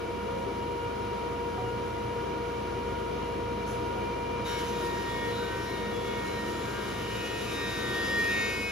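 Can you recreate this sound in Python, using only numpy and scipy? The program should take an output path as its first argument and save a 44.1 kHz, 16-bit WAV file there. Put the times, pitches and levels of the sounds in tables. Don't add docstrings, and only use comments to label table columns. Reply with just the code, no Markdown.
import sys
import numpy as np
from scipy import signal
from scipy.fft import rfft, irfft, next_fast_len
from scipy.io import wavfile
from scipy.ndimage import uniform_filter1d

SR = 44100
rng = np.random.default_rng(int(sys.argv[2]) if len(sys.argv) > 2 else 0)


def persist_wave(psi):
    counts = np.round(np.clip(psi, -1, 1) * 32767).astype(np.int16)
    wavfile.write(sys.argv[1], SR, np.atleast_2d(counts).T)


N = 384111
TIME_S = np.arange(N) / SR
ROOM_LAG_TURNS = np.array([[0], [.25]])


def gain_of(db):
    return 10 ** (np.asarray(db) / 20)


def evened(x):
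    return x / np.sqrt(np.mean(x ** 2) + 1e-20)


def read(points, hz):
    point_hz, value = np.transpose(points)
    return np.interp(np.log(hz + 1), np.log(point_hz + 1), value)


def curves(rows):
    row_s, *columns = np.transpose(rows)
    return [np.interp(TIME_S, row_s, column) for column in columns]


def drift(rate_hz, count=2):
    knots, step = rng.standard_normal((count, 400)), 64
    at = np.minimum(np.arange(N // step + 1) * step / SR * rate_hz, 398)
    k = at.astype(int)
    u = .5 - .5 * np.cos(np.pi * (at - k))
    slow = knots[:, k] * (1 - u) + knots[:, k + 1] * u
    slow /= np.sqrt(u ** 2 + (1 - u) ** 2)
    return uniform_filter1d(np.repeat(slow, step, axis=1), step, axis=1)[:, :N]


def noise(colour_db):
    size = next_fast_len(N)
    hz = np.fft.rfftfreq(size, 1 / SR)
    ridges = np.interp(hz, np.arange(800) * 28., rng.standard_normal(800))
    ridges *= np.clip(hz / 700 - 1, 0, 1)
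    white = rfft(rng.standard_normal((2, size)), axis=1)
    coloured = white * gain_of(colour_db(hz) + 2.4 * ridges)
    return evened(irfft(coloured, size, axis=1)[:, :N])


def tone(turns, waver_db, blur_turns, rate_hz):
    phase_turns = turns + rng.random() + ROOM_LAG_TURNS + blur_turns * drift(rate_hz)
    level = np.sqrt(2) * gain_of(waver_db * drift(rate_hz))
    return level * np.sin(2 * np.pi * phase_turns)


# time in seconds, stroke rate in Hz.
STROKE_RATE = [(0, 170), (4.44, 170), (4.6, 169.2), (5.2, 169.35), (6, 169.35), (6.6, 168.95),
               (7.3, 169.05), (7.8, 168.65), (8.3, 168.4), (8.71, 168.3)]
# time in seconds, level in dB.
CUT_LEVEL = [(4.44, -46), (4.53, -47), (4.68, -49), (5.5, -51.5), (5.72, -51), (5.83, -54), (6.12, -52),
             (6.98, -49), (7.45, -47.5), (7.8, -45), (8.5, -44.5), (8.64, -47.5), (8.71, -44.5)]


def planer():
    turns = np.cumsum(curves(STROKE_RATE)[0]) / SR
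    cut_db = curves(CUT_LEVEL)[0]
    bite = np.clip((TIME_S - CUT_LEVEL[0][0]) / 0.025, 0, 1)
    cutting = stroke_hum(turns, cut_db) + panel(turns, cut_db) + shear_hiss(turns, cut_db)
    return bite * cutting + idling_head(turns) * gain_of(-2.5 * bite)


# multiple of the stroke rate, level in dB relative within the stack.
STROKE_HARMONICS = [(7, 3.5), (7.5, -11), (8, 4), (8.5, -14), (9.5, 4), (10, -1), (10.5, -5), (12, -1),
                    (12.5, -7), (14, 3.5), (14.5, -2), (16, -1), (17.5, -9), (18.5, -14), (21, -16),
                    (23.5, -5), (24, -2.5), (25, -30), (26, -7), (27, -21), (28, -8), (30, -6), (32, -11.5),
                    (34, -31), (35, -6.5), (36, -27), (37, -30), (40, -4), (42, -10.5), (44, -6), (46, -20),
                    (48, -21), (53, -17), (55, -29), (57, -20), (64, -16.5)]


def stroke_hum(turns, cut_db, hum_over_hiss_db=1):
    stack = np.zeros((2, N))
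    for multiple, db in STROKE_HARMONICS:
        swell = gain_of(db + 3.5 * drift(7., count=1))
        shiver_turns = 0.018 * drift(30., count=1)
        phase_turns = multiple * turns + rng.random() + ROOM_LAG_TURNS + shiver_turns
        stack += swell * np.sin(2 * np.pi * phase_turns)
    return gain_of(cut_db + hum_over_hiss_db) * evened(stack)


# time in seconds, level in dB.
HOWL_LEVEL = [(4.44, -73), (4.47, -54), (4.81, -54), (4.83, -46.5), (5.3, -41), (5.34, -55), (5.53, -44.5),
              (5.95, -46), (5.97, -52), (6.27, -43), (6.32, -53), (6.39, -40.5), (6.65, -52), (7.38, -43),
              (7.45, -52), (7.65, -38.5), (7.71, -42), (8.22, -28.5), (8.42, -32), (8.71, -53)]
# multiple of the stroke rate, mean level in dB against the hiss.
MURMURS = [(9, -9), (13, -9), (15, -16), (17, -9.5), (18, -11.5), (20, -10), (22, -8.5), (29, -25),
           (31, -12.5), (33, -21)]
# start in seconds, length in seconds, multiple of the stroke rate, level in dB.
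PANEL_NOTES = [(4.446, 0.12, 22, -47), (4.46, 0.2, 33, -50), (4.463, 0.29, 18, -48), (4.48, 0.18, 24, -61),
               (4.528, .11, 13, -47), (4.65, .13, 35, -58), (4.92, 0.44, 31, -61), (5.04, .22, 22, -57),
               (5.05, 0.4, 20, -51), (5.123, 0.21, 13, -47), (5.27, .24, 24, -56), (5.3, 0.28, 22, -50.5),
               (5.374, 0.38, 9, -45.5), (5.66, 0.37, 13, -51), (5.677, 0.33, 22, -56),
               (5.55, 0.24, 33, -58), (5.66, .14, 24, -55), (5.888, 0.42, 20, -51.5),
               (6.007, 0.55, 13, -48), (6.05, .2, 22, -55), (6.25, 0.25, 24, -60), (6.5, 0.31, 20, -58),
               (6.85, 0.78, 18, -53), (6.95, 0.86, 17, -50), (7.06, 1.06, 15, -47.5), (7.2, 0.26, 33, -58),
               (7.4, .26, 24, -62), (7.4, 1.4, 8, -50), (7.4, 1.4, 7, -56), (7.42, 0.6, 13, -60),
               (7.473, 0.73, 22, -44.5), (7.52, 0.43, 31, -60), (7.62, 0.68, 9, -49), (7.85, 0.39, 22, -51),
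               (7.87, 0.6, 20, -49), (7.955, 0.34, 29, -51.5), (7.97, 0.82, 35, -61), (7.97, .23, 27, -61),
               (8.0, 1.3, 31, -53), (8.12, .42, 24, -59), (8.15, .45, 14, -46), (8.2, 0.76, 15, -41),
               (8.25, .42, 16, -50), (8.27, 0.32, 22, -44), (8.3, 0.66, 13, -38), (8.31, .36, 9, -59),
               (8.35, 0.23, 18, -55), (8.375, 0.33, 29, -54), (8.612, .15, 15, -39)]


def panel(turns, cut_db, rise_share=0.12, fall_share=0.45):
    power = {11: gain_of(2 * curves(HOWL_LEVEL)[0])}
    for multiple, db in MURMURS:
        murmur_db = cut_db + db + 3.1 * drift(6., count=1)[0]
        power[round(multiple)] = gain_of(2 * murmur_db)
    for start_s, length_s, multiple, db in PANEL_NOTES:
        k = round(multiple)
        u = (TIME_S - start_s) / length_s
        shape = np.clip(np.minimum(u / rise_share, (1 - u) / fall_share), 0, 1)
        power[k] = power.get(k, 0) + (gain_of(db) * shape) ** 2
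    return sum(np.sqrt(p) * tone(k * turns, waver_db=.9, blur_turns=.02, rate_hz=25.)
               for k, p in power.items())


# frequency in Hz, relative density in dB per Hz.
SHEAR_COLOUR = [(700, -25), (1500, -17), (2500, -3.5), (4000, -2.5), (6000, -6.5), (8000, -5.5),
                (11000, -11.5), (15700, -15)]


def shear_hiss(turns, cut_db):
    pulse = 1 + 0.18 * np.cos(4 * np.pi * turns) + 0.055 * np.cos(2 * np.pi * turns)
    level = gain_of(cut_db + 1.1 * drift(30.0, count=1))
    return noise(lambda hz: read(SHEAR_COLOUR, hz)) * pulse * level


# mode in Hz, level in dB against the knock, 60 dB decay time in seconds.
WOOD_MODES = [(738, -4, 0.51), (400, 3.5, 0.086), (1200, -7, 0.051), (850, -8, .08)]
# start in seconds, level in dB.
KNOCK_TIMES = [(1.58, -33.5), (3.96, -40)]


def knocks():
    out = np.zeros((2, N))
    for start_s, db in KNOCK_TIMES:
        after_s = np.maximum(TIME_S - start_s, 0)
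        for mode_hz, mode_db, t60_s in WOOD_MODES:
            decay = gain_of(db + mode_db - 60 * after_s / t60_s)
            out += decay * np.sin(2 * np.pi * mode_hz * after_s)
    return out


# start in seconds, time scale in seconds, level in dB before the envelope.
SCUFF_TIMES = [(3.66, 0.11, -44.5), (7.242, .05, -44)]
# frequency in Hz, relative density in dB per Hz.
SCUFF_COLOUR = [(3000, -15), (5200, 3), (5900, 0), (6150, 12), (6450, 1), (7500, 3), (9000, -4), (10500, 1),
                (12000, -8), (15700, -9)]


def scuffs():
    rub, out = noise(lambda hz: read(SCUFF_COLOUR, hz)), np.zeros((2, N))
    for start_s, scale_s, db in SCUFF_TIMES:
        u = np.maximum(TIME_S - start_s, 0) / scale_s
        out += gain_of(db) * rub * 4 * u * np.exp(-3 * u)
    return out


# multiple of the stroke rate, level in dB before the bite.
IDLE_TONES = [(.5, -48), (2, -63), (4, -53.5)]
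# time in seconds, level in dB before the drop at the bite.
WHISTLE_LEVEL = [(0, -61.5), (3.3, -61), (3.8, -57), (4.4, -50), (4.55, -81), (8.71, -61)]


def idling_head(turns):
    whistle = tone(14 * turns, waver_db=1.0, blur_turns=0.049, rate_hz=20.)
    out = gain_of(curves(WHISTLE_LEVEL)[0]) * whistle
    for multiple, db in IDLE_TONES:
        out += gain_of(db) * tone(multiple * turns, waver_db=1.5, blur_turns=0.046, rate_hz=12.)
    return out


# frequency in Hz, relative density in dB per Hz.
ROAR_COLOUR = [(26, -47), (45, -20), (88, -5.5), (275, -5.5), (417, -6), (472, -2), (582, -4.5), (829, -14),
               (939, -11), (1110, -14), (1390, -15), (1550, -19), (2390, -22), (2660, -20.5), (6500, -33),
               (8450, -78), (14300, -120)]
# centre in Hz, width in Hz, boost at the centre in dB.
DUCT_RESONANCES = [(71, 12, -2), (89, 14.6, -27), (228, 6.7, -7), (258, 10, -0.5), (568, 57, -11),
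                   (108, 21.3, 10.5), (208.8, 12.6, 9), (236.7, 8.5, 6), (278, 15, 3.5), (311.5, 11.4, 6),
                   (345, 9.8, 9.5), (375, 5.3, 7), (396, 15.2, 9), (435, 42, 3), (523, 7.6, 2.5),
                   (543.4, 16, 5), (580, 9.4, 8), (1010, 29, 7), (1214, 36, 6), (1369, 10, 7.5),
                   (1424, 7.5, 12), (1445, 74, 4.5), (1526, 40, -8.5), (1644, 46, 6), (1887, 77, 6),
                   (2328, 160, 9.5), (2855, 30, 7), (3053, 22, 6.5)]
# time in seconds, mean level in dB.
ROAR_LEVEL = [(0, -37), (5.7, -35.5), (7.3, -36), (8.44, -35), (8.71, -38.5)]


def collector_roar():
    def colour_db(hz):
        ducts_db = sum(db / (1 + (2 * (hz - centre_hz) / width_hz) ** 2)
                       for centre_hz, width_hz, db in DUCT_RESONANCES)
        return read(ROAR_COLOUR, hz) + ducts_db
    return noise(colour_db) * gain_of(curves(ROAR_LEVEL)[0] + .5 * drift(6.6))


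# frequency in Hz, relative density in dB per Hz.
SUCTION_COLOUR = [(2500, -24), (5000, -31), (7000, 2), (9000, -0.5), (12000, -7.5), (15700, -8.5)]


def hood_suction(mean_db=-59.5):
    level = gain_of(mean_db + 0.39 * drift(27.0, count=1))
    return noise(lambda hz: read(SUCTION_COLOUR, hz)) * level


# time in seconds, level in dB.
SHAFT_LEVEL = [(0, -49), (2.2, -48.5), (3, -45.5), (3.8, -46.5), (6, -49), (8.71, -49)]
# time in seconds, first blade tone in dB, second blade tone in dB.
BLADE_WHINE = [(0, -40, -42), (.8, -39.5, -38.5), (3.15, -39.5, -39.5), (4.87, -38.5, -37),
               (5.04, -47, -38.5), (5.34, -35.5, -39), (5.75, -48.5, -41.5), (5.94, -37, -41),
               (6.5, -41, -40), (6.75, -47, -43), (7.37, -42.5, -44), (8.71, -44.5, -49.5)]
# multiple of the shaft speed, level in dB.
WEAK_FAN_TONES = [(2, -55), (9, -60.5), (10, -78)]


def collector_fan(shaft_hz=59.25, blades=8):
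    turns = shaft_hz * TIME_S
    first_db, second_db = curves(BLADE_WHINE)
    shaft = tone(turns, waver_db=-0.5, blur_turns=.005, rate_hz=16.0)
    first = tone(blades * turns, waver_db=1.0, blur_turns=0.069, rate_hz=18.)
    second = tone(2 * blades * turns, waver_db=0.96, blur_turns=0.0097, rate_hz=30.)
    out = gain_of(curves(SHAFT_LEVEL)[0]) * shaft + gain_of(first_db) * first + gain_of(second_db) * second
    for multiple, db in WEAK_FAN_TONES:
        blur_turns = 0.0043 * multiple
        out += gain_of(db) * tone(round(multiple) * turns, waver_db=7.0, blur_turns=blur_turns, rate_hz=13.0)
    return out


def scene():
    return planer() + knocks() + scuffs() + collector_roar() + hood_suction() + collector_fan()


# frequency in Hz, likeness from 0 to 1.
LIKENESS = [(60, 0.97), (130, 0.96), (290, 0.73), (640, 0.13), (1400, 0.52), (3100, 0.49), (6000, 0.53)]
# frequency in Hz, likeness from 0 to 1.
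TREBLE_LIKENESS = [(7300, .3), (7600, 1), (8850, 1), (9150, .3), (10200, .3), (10700, 1), (12300, 1),
                   (12600, .3), (13500, .3), (13800, 1)]
# frequency in Hz, phase between left and right in half turns, stepping in the treble.
STEREO_PHASE = [(60, 0), (6500, 0), (7580, -1), (8850, -1), (10500, -2), (12300, -2), (13750, -3),
                (16000, -3)]
# frequency in Hz, left minus right in dB.
LEFT_OVER_RIGHT = [(60, -1.5), (200, -5), (380, 5.5), (700, 1), (1300, 0.3), (2400, 0.5), (4400, 3.5)]


def record(dry, edge_hz=15750):
    size = next_fast_len(N)
    hz = np.fft.rfftfreq(size, 1 / SR)
    direct, room = rfft(dry, size, axis=1)
    alike = np.clip(read(LIKENESS + TREBLE_LIKENESS, hz), 0, 1)
    tilt = gain_of(read(LEFT_OVER_RIGHT + [(7400, 0.11)], hz) / 2)
    shifted = direct * np.exp(-1j * np.pi * read(STEREO_PHASE, hz))
    right = alike * shifted + np.sqrt(1 - alike ** 2) * room
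    stereo = irfft(np.array([direct * tilt, right / tilt]), size, axis=1)[:, :N]
    low_pass = signal.firwin(1023, edge_hz, window=("kaiser", 9), fs=SR)
    return signal.oaconvolve(stereo, low_pass[None], "same")


dry = scene()
out = record(dry)
persist_wave(out)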